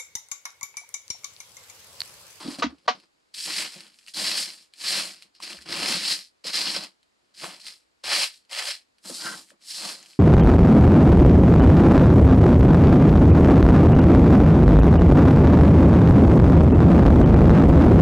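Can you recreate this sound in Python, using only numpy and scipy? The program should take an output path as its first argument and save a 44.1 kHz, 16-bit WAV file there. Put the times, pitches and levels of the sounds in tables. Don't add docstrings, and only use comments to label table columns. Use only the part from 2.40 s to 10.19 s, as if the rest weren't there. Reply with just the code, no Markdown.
import sys
import numpy as np
from scipy import signal
from scipy.fft import rfft, irfft
from scipy.io import wavfile

SR = 44100
rng = np.random.default_rng(int(sys.argv[2]) if len(sys.argv) > 2 else 0)


def magnitude_from_level(level_db):
    exponent = np.asarray(level_db, float) / 20
    return 10 ** exponent


def transcribe(signal):
    frames = np.atleast_2d(signal).T
    limited = np.clip(frames, -1, 1)
    pcm = np.round(limited * 32767).astype(np.int16)
    wavfile.write(sys.argv[1], SR, pcm)


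N = 343539
BINS_HZ = np.maximum(np.fft.rfftfreq(N, 1 / SR), 1)

# (frequency [Hz], level [dB])
HUSH_TONE = [(25, -14.5), (58, -1.5), (130, -9), (250, -1.5), (600, -5), (1500, -8.5), (3300, -10),
             (4600, -6.5), (6300, -16.5), (6900, -11), (8000, -15), (12600, -26), (12900, -46),
             (15600, -57)]
# (frequency [Hz], likeness [-1 to 1])
HUSH_LIKENESS = [(60, 0.72), (180, -0.19), (550, -0.49), (1650, -0.49), (4970, 0.34), (15000, 0.57)]
# (time [s], swish level [dB], pressure as thick-stem level against the swish [dB])
DRAGS = [
    [(0.0, -47.5, 1), (0.14, -40, -5), (0.176, -53, -2.5), (0.19, -42, -3), (0.215, -45.5, -2.5)],
    [(0.3, -62, 8.5), (0.344, -74, 5.5), (0.44, -74, -10.5), (0.465, -62, 7)],
    [(0.55, -54.5, -1), (0.61, -66.5, -8), (0.638, -61, -6.5), (0.7, -99, -7.5)],
    [(0.942, -40.5, -33.5), (0.982, -37, -26.5), (1.046, -34.5, -30.5), (1.078, -36, -8.5),
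     (1.168, -31.5, -20.5), (1.172, -28, -18.5), (1.252, -37.5, -8), (1.3, -45.5, -16),
     (1.464, -56.5, -6.5), (1.512, -64.5, -12), (1.67, -62.5, -27), (1.682, -47.5, -21), (1.73, -61, -28)],
    [(1.739, -40.5, -27.5), (1.773, -30, -13.5), (1.895, -27, -17), (1.955, -31, -14), (2.023, -28.5, -23),
     (2.089, -44, -15), (2.233, -58.5, -20.5), (2.32, -84.5, -14.5)],
    [(2.33, -73.5, -16.5), (2.398, -44, -21.5), (2.438, -36, -13.5), (2.492, -24.5, -20.5),
     (2.546, -27, -13.5), (2.6, -28.5, -13), (2.802, -59.5, -16.5), (2.822, -53, -19), (2.93, -91, 3)],
    [(2.945, -64, -17), (2.949, -54.5, -26.5), (2.99, -65, -16)],
    [(3.0, -62.5, -5), (3.028, -40, -18.5), (3.112, -42.5, -10), (3.176, -49, -13.5), (3.198, -61, -2),
     (3.222, -47.5, -14), (3.25, -58.5, -7), (3.264, -47, -3), (3.328, -33, -9.5), (3.34, -33.5, -6),
     (3.53, -27.5, -12), (3.612, -32.5, -19), (3.702, -26.5, -20), (3.726, -25.5, -23), (3.792, -39.5, -19),
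     (3.892, -62, -38), (3.93, -89.5, -10)],
    [(4.043, -43.5, -11), (4.073, -28, -16.5), (4.105, -34.5, -10), (4.117, -39, -14.5),
     (4.157, -24.5, -17), (4.367, -34, -9), (4.445, -42, -8), (4.56, -82, -9)],
    [(4.93, -92, -0.5), (4.944, -60, -23), (4.988, -44, -24), (5.04, -38.5, 0), (5.194, -57.5, -6.5),
     (5.218, -47.5, -34), (5.228, -52.5, -20), (5.276, -40, -18.5), (5.486, -88.5, -17.5), (5.5, -85, -11)],
    [(5.638, -45.5, -9.5), (5.642, -38, -9), (5.724, -25, -9.5), (5.838, -25, -16.5), (5.904, -49, -17),
     (5.96, -54.5, -33.5), (6.05, -78, -21.5)],
    [(6.095, -60.5, -6), (6.121, -37.5, -10.5), (6.173, -37.5, -11.5), (6.191, -29, -10.5),
     (6.213, -37.5, -7.5), (6.307, -30.5, -17.5), (6.413, -64, -20), (6.5, -99, -5)],
    [(6.62, -74, -26), (6.652, -47, -7.5), (6.694, -38, -14.5), (6.714, -43, -4), (6.768, -38.5, -23.5),
     (6.862, -37, -4), (7.008, -49.5, -9.5), (7.066, -64, -13.5), (7.102, -59, -16.5), (7.146, -89.5, 19.5),
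     (7.18, -97.5, 3)],
    [(7.2, -74, -4), (7.222, -60, -18.5), (7.306, -36, -29.5), (7.474, -35, -6.5), (7.518, -35.5, -10),
     (7.56, -48.5, -11), (7.64, -56.5, -8), (7.758, -60, -15), (7.79, -70, -14)],
]
# (hollow planks [dB], roughness that shakes the stalks [dB], dust [dB])
GROUND = [(0.5, -2.5, 1), (4, -0.5, -4), (1.5, -4, -8.5), (-0.5, 2, 3.5), (0, -0.5, 2), (-1.5, 1, 1),
          (-4, -6, -11), (1.5, 1, -0.5), (-1.5, -0.5, -2), (-5, 1.5, 2), (-10.5, 2, 1), (-18.5, 3.5, 1.5),
          (1.5, -5, 5.5), (-2.5, -3, 3.5)]
# (frequency [Hz], level [dB])
SWEEP_TONE = [(40, -41.5), (150, -18.5), (300, -4), (450, -16.5), (700, -16), (1500, -12), (2600, -7),
              (3400, -9.5), (3700, -17.5), (4200, -12), (5200, -13.5), (6300, -17.5), (8200, -14),
              (10500, -19.5), (13000, -30), (15600, -37.5)]
# (frequency [Hz], damping [Hz], level [dB])
PLANK_MODES = [(178, 40, -7.5), (204, 86, 10), (350, 62, 7), (532, 270, 7), (683, 330, -6.5)]
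# (time [s], level [dB], pitch [Hz])
THUMPS = [(0.056, -30, 263), (0.081, -24.5, 265.5), (0.102, -33, 280), (0.125, -37, 271),
          (0.187, -28.5, 267), (0.05, -62.5, 55.6), (0.241, -19, 274), (0.25, -48, 70.3), (1.2, -66, 75),
          (1.78, -64, 80), (2.43, -66, 75), (3.17, -58, 69.9), (3.28, -59.5, 55), (3.4, -56.5, 80.4),
          (3.52, -66.5, 60.2), (5.645, -59.5, 60), (6.95, -68, 75), (0.261, -23.5, 250.2),
          (0.325, -38, 278.7), (0.501, -37.5, 244), (3.498, -32, 229), (3.543, -34.5, 183.7),
          (4.05, -36.5, 528), (4.363, -33.5, 520), (6.655, -45, 190), (6.697, -32.5, 536),
          (6.712, -39, 247), (6.848, -41.5, 184), (7.116, -50.5, 568)]
# (time [s], level [dB])
KNOCKS = [(0.224, -9.5), (0.48, -8)]
# (time after the blow [s], level [dB])
BOUNCE = [(-.003, -10.5), (0, 0.5), (.007, -8.5), (0.0138, -19), (.07, -42.5)]
# (frequency [Hz], level [dB], time to die by 60 dB before extra damping [s])
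TRAY_MODES = [(510, -4.5, 0.12), (665, -2.5, 0.15), (734, -1.5, .12), (977, 2.5, 0.17), (1158, 1, .1),
              (1482.5, -4, 0.12), (1216, -7.5, 0.12), (1900, -5, 0.06), (2347, -17.5, 0.21),
              (2600, -10.5, 0.11), (3020, -9, 0.046), (3252, -22, 0.087), (3560, -22.5, 0.11),
              (4400, -15.5, 0.05)]
# (time [s], level [dB], pitch [Hz])
SNAPS = [(0.384, -40, 4430), (0.6, -32.5, 4460), (1.1733, -30, 4170), (1.3256, -31, 4650),
         (1.4063, -18, 4640), (1.467, -29, 4100), (1.5429, -33.5, 4530), (1.588, -28.5, 5170),
         (1.63, -38, 4500), (1.6645, -26.5, 4630), (1.675, -26, 2820), (1.6824, -22, 2830),
         (1.6994, -34.5, 3970), (2.337, -25.5, 4300), (2.3754, -39, 4800), (2.8234, -22.5, 4490),
         (2.9514, -35, 4300), (3.002, -25, 1050), (3.024, -18, 5160), (3.036, -18, 2390),
         (3.1044, -17, 2480), (3.13, -17.5, 2990), (3.171, -28, 4500), (3.188, -27, 1660),
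         (4.0734, -22, 4730), (4.1385, -24, 4530), (4.1599, -27, 5000), (4.1895, -6.5, 4870),
         (4.2024, -21, 4320), (4.4372, -13.5, 4470), (4.6297, -40.5, 4160), (5.1645, -24.5, 4400),
         (5.2131, -33, 4610), (5.267, -13.5, 4620), (6.05, -42, 4400), (6.0956, -32, 5110),
         (6.584, -38, 4700), (6.6334, -49, 4500), (7.1044, -32.5, 1660), (7.599, -47, 4240),
         (7.628, -24, 6650), (7.66, -26, 4830), (7.7334, -30, 3120), (7.7588, -49.5, 4420)]
# (time [s], level [dB])
CHIP_DRAG = [(6.775, -55), (6.813, -51.5), (6.863, -29.5), (6.915, -41.5), (6.927, -35.5), (6.97, -58.5)]
# (frequency [Hz], level [dB], time to die by 60 dB [s])
CHIP_MODES = [(1430, 1, 0.048), (1536, 2.5, 0.037), (1873, 0, 0.014), (2820, -8, 0.019)]
# (frequency [Hz], phase [radians])
PORT_LEAD = [(60, -.22), (125, -.33), (250, -.48), (500, -.72), (1100, -.75), (2100, -.5), (3800, -.2),
             (6100, .2), (9000, .4), (12500, .8)]


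def rms_one(x):
    return x / np.sqrt(np.mean(x ** 2) + 1e-20)


def at_hz(points, hz):
    f, v = np.transpose(points)
    return np.interp(np.log(hz), np.log(np.maximum(f, 1)), v)


def drift(rate_hz):
    r = np.exp(-2 * np.pi * rate_hz / SR)
    noise = rng.standard_normal(N + SR)
    return rms_one(signal.lfilter([1], [1, -2 * r, r * r], noise)[SR:])


def colour(x, spectrum):
    size = 8192
    hz = np.maximum(np.fft.rfftfreq(size, 1 / SR), 1)
    cepstrum = irfft(np.log(magnitude_from_level(at_hz(spectrum, hz))))
    cepstrum[1:size // 2] *= 2
    cepstrum[size // 2 + 1:] = 0
    response = irfft(np.exp(rfft(cepstrum)))[:size // 2]
    return signal.oaconvolve(x, response[None], axes=-1)[:, :N]


def bandpass(x, order, low_hz, high_hz):
    return signal.sosfilt(signal.butter(order, [low_hz, high_hz], "band", fs=SR, output="sos"), x)


def band(x, low_hz, high_hz):
    return rms_one(bandpass(x, 3, low_hz, high_hz))


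def ring(clicks, hz, t60):
    r, w = magnitude_from_level(-60 / (t60 * SR)), 2 * np.pi * hz / SR
    return signal.lfilter([0, np.sin(w)], [1, -2 * r * np.cos(w), r * r], clicks + 1e-18)


def fading(clicks, t60):
    return signal.lfilter([1], [1, -magnitude_from_level(-60 / (t60 * SR))], clicks + 1e-18)


def clicks_at(events, gain_db):
    clicks = np.zeros(N)
    clicks[[round(row[0] * SR) for row in events]] = magnitude_from_level(np.array(events)[:, 1] + gain_db)
    return clicks


def slips(per_s, spread_db, clump_db, clump_hz):
    born = rng.random(N) < per_s / SR
    sizes = magnitude_from_level(spread_db * np.minimum(rng.exponential(1, N), 4) + clump_db * drift(clump_hz))
    return born * rms_one(sizes) * np.sqrt(SR / per_s) * rng.choice([-1, 1], N)


def pings(rows, cycles, rise_cycles, gain_db):
    out = np.zeros(N)
    for s, db, hz in rows:
        start = round(s * SR)
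        turns = np.arange(min(int(cycles / hz * SR), N - start)) * hz / SR
        rise = (1 - np.exp(-turns / rise_cycles)) ** 2
        fall = magnitude_from_level(db + gain_db - 60 * turns / cycles)
        out[start:][:len(turns)] += fall * rise * np.sin(2 * np.pi * turns)
    return out


def hush():
    mid_db = -73.5
    mid, side = rfft(colour(rng.standard_normal((2, N)), HUSH_TONE))
    alike = np.clip(at_hz(HUSH_LIKENESS, BINS_HZ), -.99, .99)
    side = irfft(side * np.sqrt((1 - alike) / (1 + alike)), N)
    mid = irfft(mid, N)
    return magnitude_from_level(mid_db) / np.std(mid) * (mid + side * [[1], [-1]])


def stroke_controls():
    landing_s, leaving_s = 0.0077, 0.003
    rows = []
    for table, ground in zip(DRAGS, GROUND):
        first, last = table[0], table[-1]
        before = (first[0] - landing_s, -80, first[2])
        after = (last[0] + leaving_s, -100, last[2])
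        rows += [(*row, *ground) for row in [before, *table, after]]
    s, *columns = np.transpose(rows)
    swish, press, hollow, rough, dusty = [np.interp(np.arange(N) / SR, s, c) for c in columns]
    stalks_db = -1.5 + rough + 0.37 * press
    planks_db = -8.5 + hollow + 0.99 * press - 0.17 * swish
    dust_db = -8.5 + dusty + 0.0073 * press - 0.025 * swish
    return swish, stalks_db, press, planks_db, dust_db


def straws(rain, cycles, catch_db, catch_hz):
    pitches, dealt, out = np.geomspace(900, 12000, 18), rng.integers(0, 18, N), 0
    for k, hz in enumerate(pitches):
        catch = np.interp(np.arange(N) * catch_hz / SR, np.arange(600), rng.standard_normal(600))
        own_slips = rain * (dealt == k) * magnitude_from_level(catch_db * catch)
        out = out + rms_one(ring(own_slips, hz, cycles / hz)) * np.sqrt(hz)
    return rms_one(out)


def grit(swish_db):
    grains = slips(140, spread_db=1.0, clump_db=4.0, clump_hz=12)
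    return magnitude_from_level(-40.5 + 0.55 * swish_db) * band(colour(grains[None], SWEEP_TONE)[0], 1200, 12000)


def broom():
    tips_db, stalks_db, stems_db, planks_db, dust_db = stroke_controls()
    per_s = np.clip(9000 * magnitude_from_level(0.72 * (tips_db + 31.0)), 2500, 16000)
    rain = slips(per_s, spread_db=2.8, clump_db=1.8, clump_hz=60)
    rain = rain + 0.42 * straws(rain, cycles=16.0, catch_db=2.5, catch_hz=35.08)
    rain = rms_one(colour(rain[None], SWEEP_TONE)[0])

    heavy = slips(500, spread_db=3.0, clump_db=3.5, clump_hz=25)
    boards = rms_one(sum(magnitude_from_level(db) * rms_one(ring(heavy, hz, 5.4 / damping)) for hz, damping, db in PLANK_MODES))
    smooth = rms_one(colour(rng.standard_normal((1, N)), SWEEP_TONE)[0])

    tips = band(rain, 3816, 5346)
    stalks = magnitude_from_level(stalks_db + 0.69 * drift(5)) * band(rain, 1600, 3450)
    stems = magnitude_from_level(stems_db + 0.78 * drift(3.7)) * band(rain + 0.43 * boards, 530, 1285)
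    dust = magnitude_from_level(dust_db + 1.3 * drift(10)) * band(rain + smooth, 6100, 15000)
    planks = magnitude_from_level(planks_db) * band(boards + 0.52 * band(rain, 120, 440), 160, 570)
    return grit(tips_db) + magnitude_from_level(tips_db) * (tips + stalks + stems + dust + planks)


def room(x):
    t60_s, level_db, bass_cut_hz = 0.13, -8.5, 340
    t = np.arange(int(.4 * SR)) / SR
    tail = rng.standard_normal((2, len(t))) * magnitude_from_level(-60 * t / t60_s) * (t > .003)
    tail = signal.sosfilt(signal.butter(2, bass_cut_hz, "high", fs=SR, output="sos"), tail)
    tail = tail / np.sqrt(np.sum(tail ** 2) / 2)
    return magnitude_from_level(level_db) * signal.oaconvolve(x[None], tail, axes=-1)[:, :N]


def thumps():
    return pings(THUMPS, cycles=13.3, rise_cycles=1.1, gain_db=11.5)


def blows():
    return [(s + after, db + bounce_db) for s, db in KNOCKS for after, bounce_db in BOUNCE]


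def struck(events, modes, gain_db, scatter_db, contact_s, damping):
    chance = rng.standard_normal((len(events), len(modes)))
    fade = np.exp(-1 / (contact_s * SR))
    rough = rng.standard_normal(N) * np.sqrt(1 - fade ** 2)
    out = np.zeros(N)
    for k, (hz, db, t60) in enumerate(modes):
        clicks = clicks_at(events, db + gain_db + scatter_db * chance[:, k])
        contact = signal.lfilter([1], [1, -fade], clicks + 1e-18) * rough
        out += ring(contact, hz, min(t60 / damping, .06))
    return bandpass(out, 3, 520, 5500)


def rattle(t60, gain_db):
    return fading(clicks_at(blows(), gain_db), t60) * band(rng.standard_normal(N), 680, 4800)


def tray():
    body = struck(blows(), TRAY_MODES, gain_db=-12.0, scatter_db=2.5, contact_s=0.0026, damping=1.5)
    knocks = body + rattle(t60=0.11, gain_db=-16.5)
    return signal.sosfilt(signal.butter(4, 6500, fs=SR, output="sos"), knocks)


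def snaps():
    clicks = clicks_at(SNAPS, gain_db=9.5)
    scratch = magnitude_from_level(-17.0) * fading(clicks, t60=.05) * rng.standard_normal(N)
    flick = bandpass(colour((clicks + scratch)[None], SWEEP_TONE)[0], 2, 1900, 14000)
    return flick + pings(SNAPS, cycles=14, rise_cycles=.5, gain_db=-5)


def chip():
    s, db = np.transpose(CHIP_DRAG)
    drag = magnitude_from_level(np.interp(np.arange(N) / SR, s, db, -120, -120))
    stutter = slips(1600, spread_db=0.0, clump_db=3.0, clump_hz=38.8)
    ringing = sum(magnitude_from_level(mode_db) * ring(stutter, hz, t60) for hz, mode_db, t60 in CHIP_MODES)
    return drag * band(ringing, 900, 4500)


def two_ports(near):
    lead = np.exp(.5j * at_hz(PORT_LEAD, BINS_HZ) * [[1], [-1]])
    return irfft(rfft(near) * lead, N) * magnitude_from_level([[.15], [-.15]])


def scene():
    near = broom() + thumps() + tray() + snaps() + chip()
    return two_ports(near) + room(near) + hush()


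def top_cut(x):
    return signal.sosfilt(signal.butter(12, 15740, fs=SR, output="sos"), x)


def record(dry):
    dip_hz, dip_width_hz, dip_share = 3530, 240, 0.18
    notched = signal.lfilter(*signal.iirnotch(dip_hz, dip_hz / dip_width_hz, fs=SR), dry)
    mix = dry + dip_share * (notched - dry)
    mix = signal.sosfilt(signal.cheby2(12, 60, 16200, fs=SR, output="sos"), mix)
    return top_cut(mix)


dry = scene()
out = record(dry)
transcribe(out)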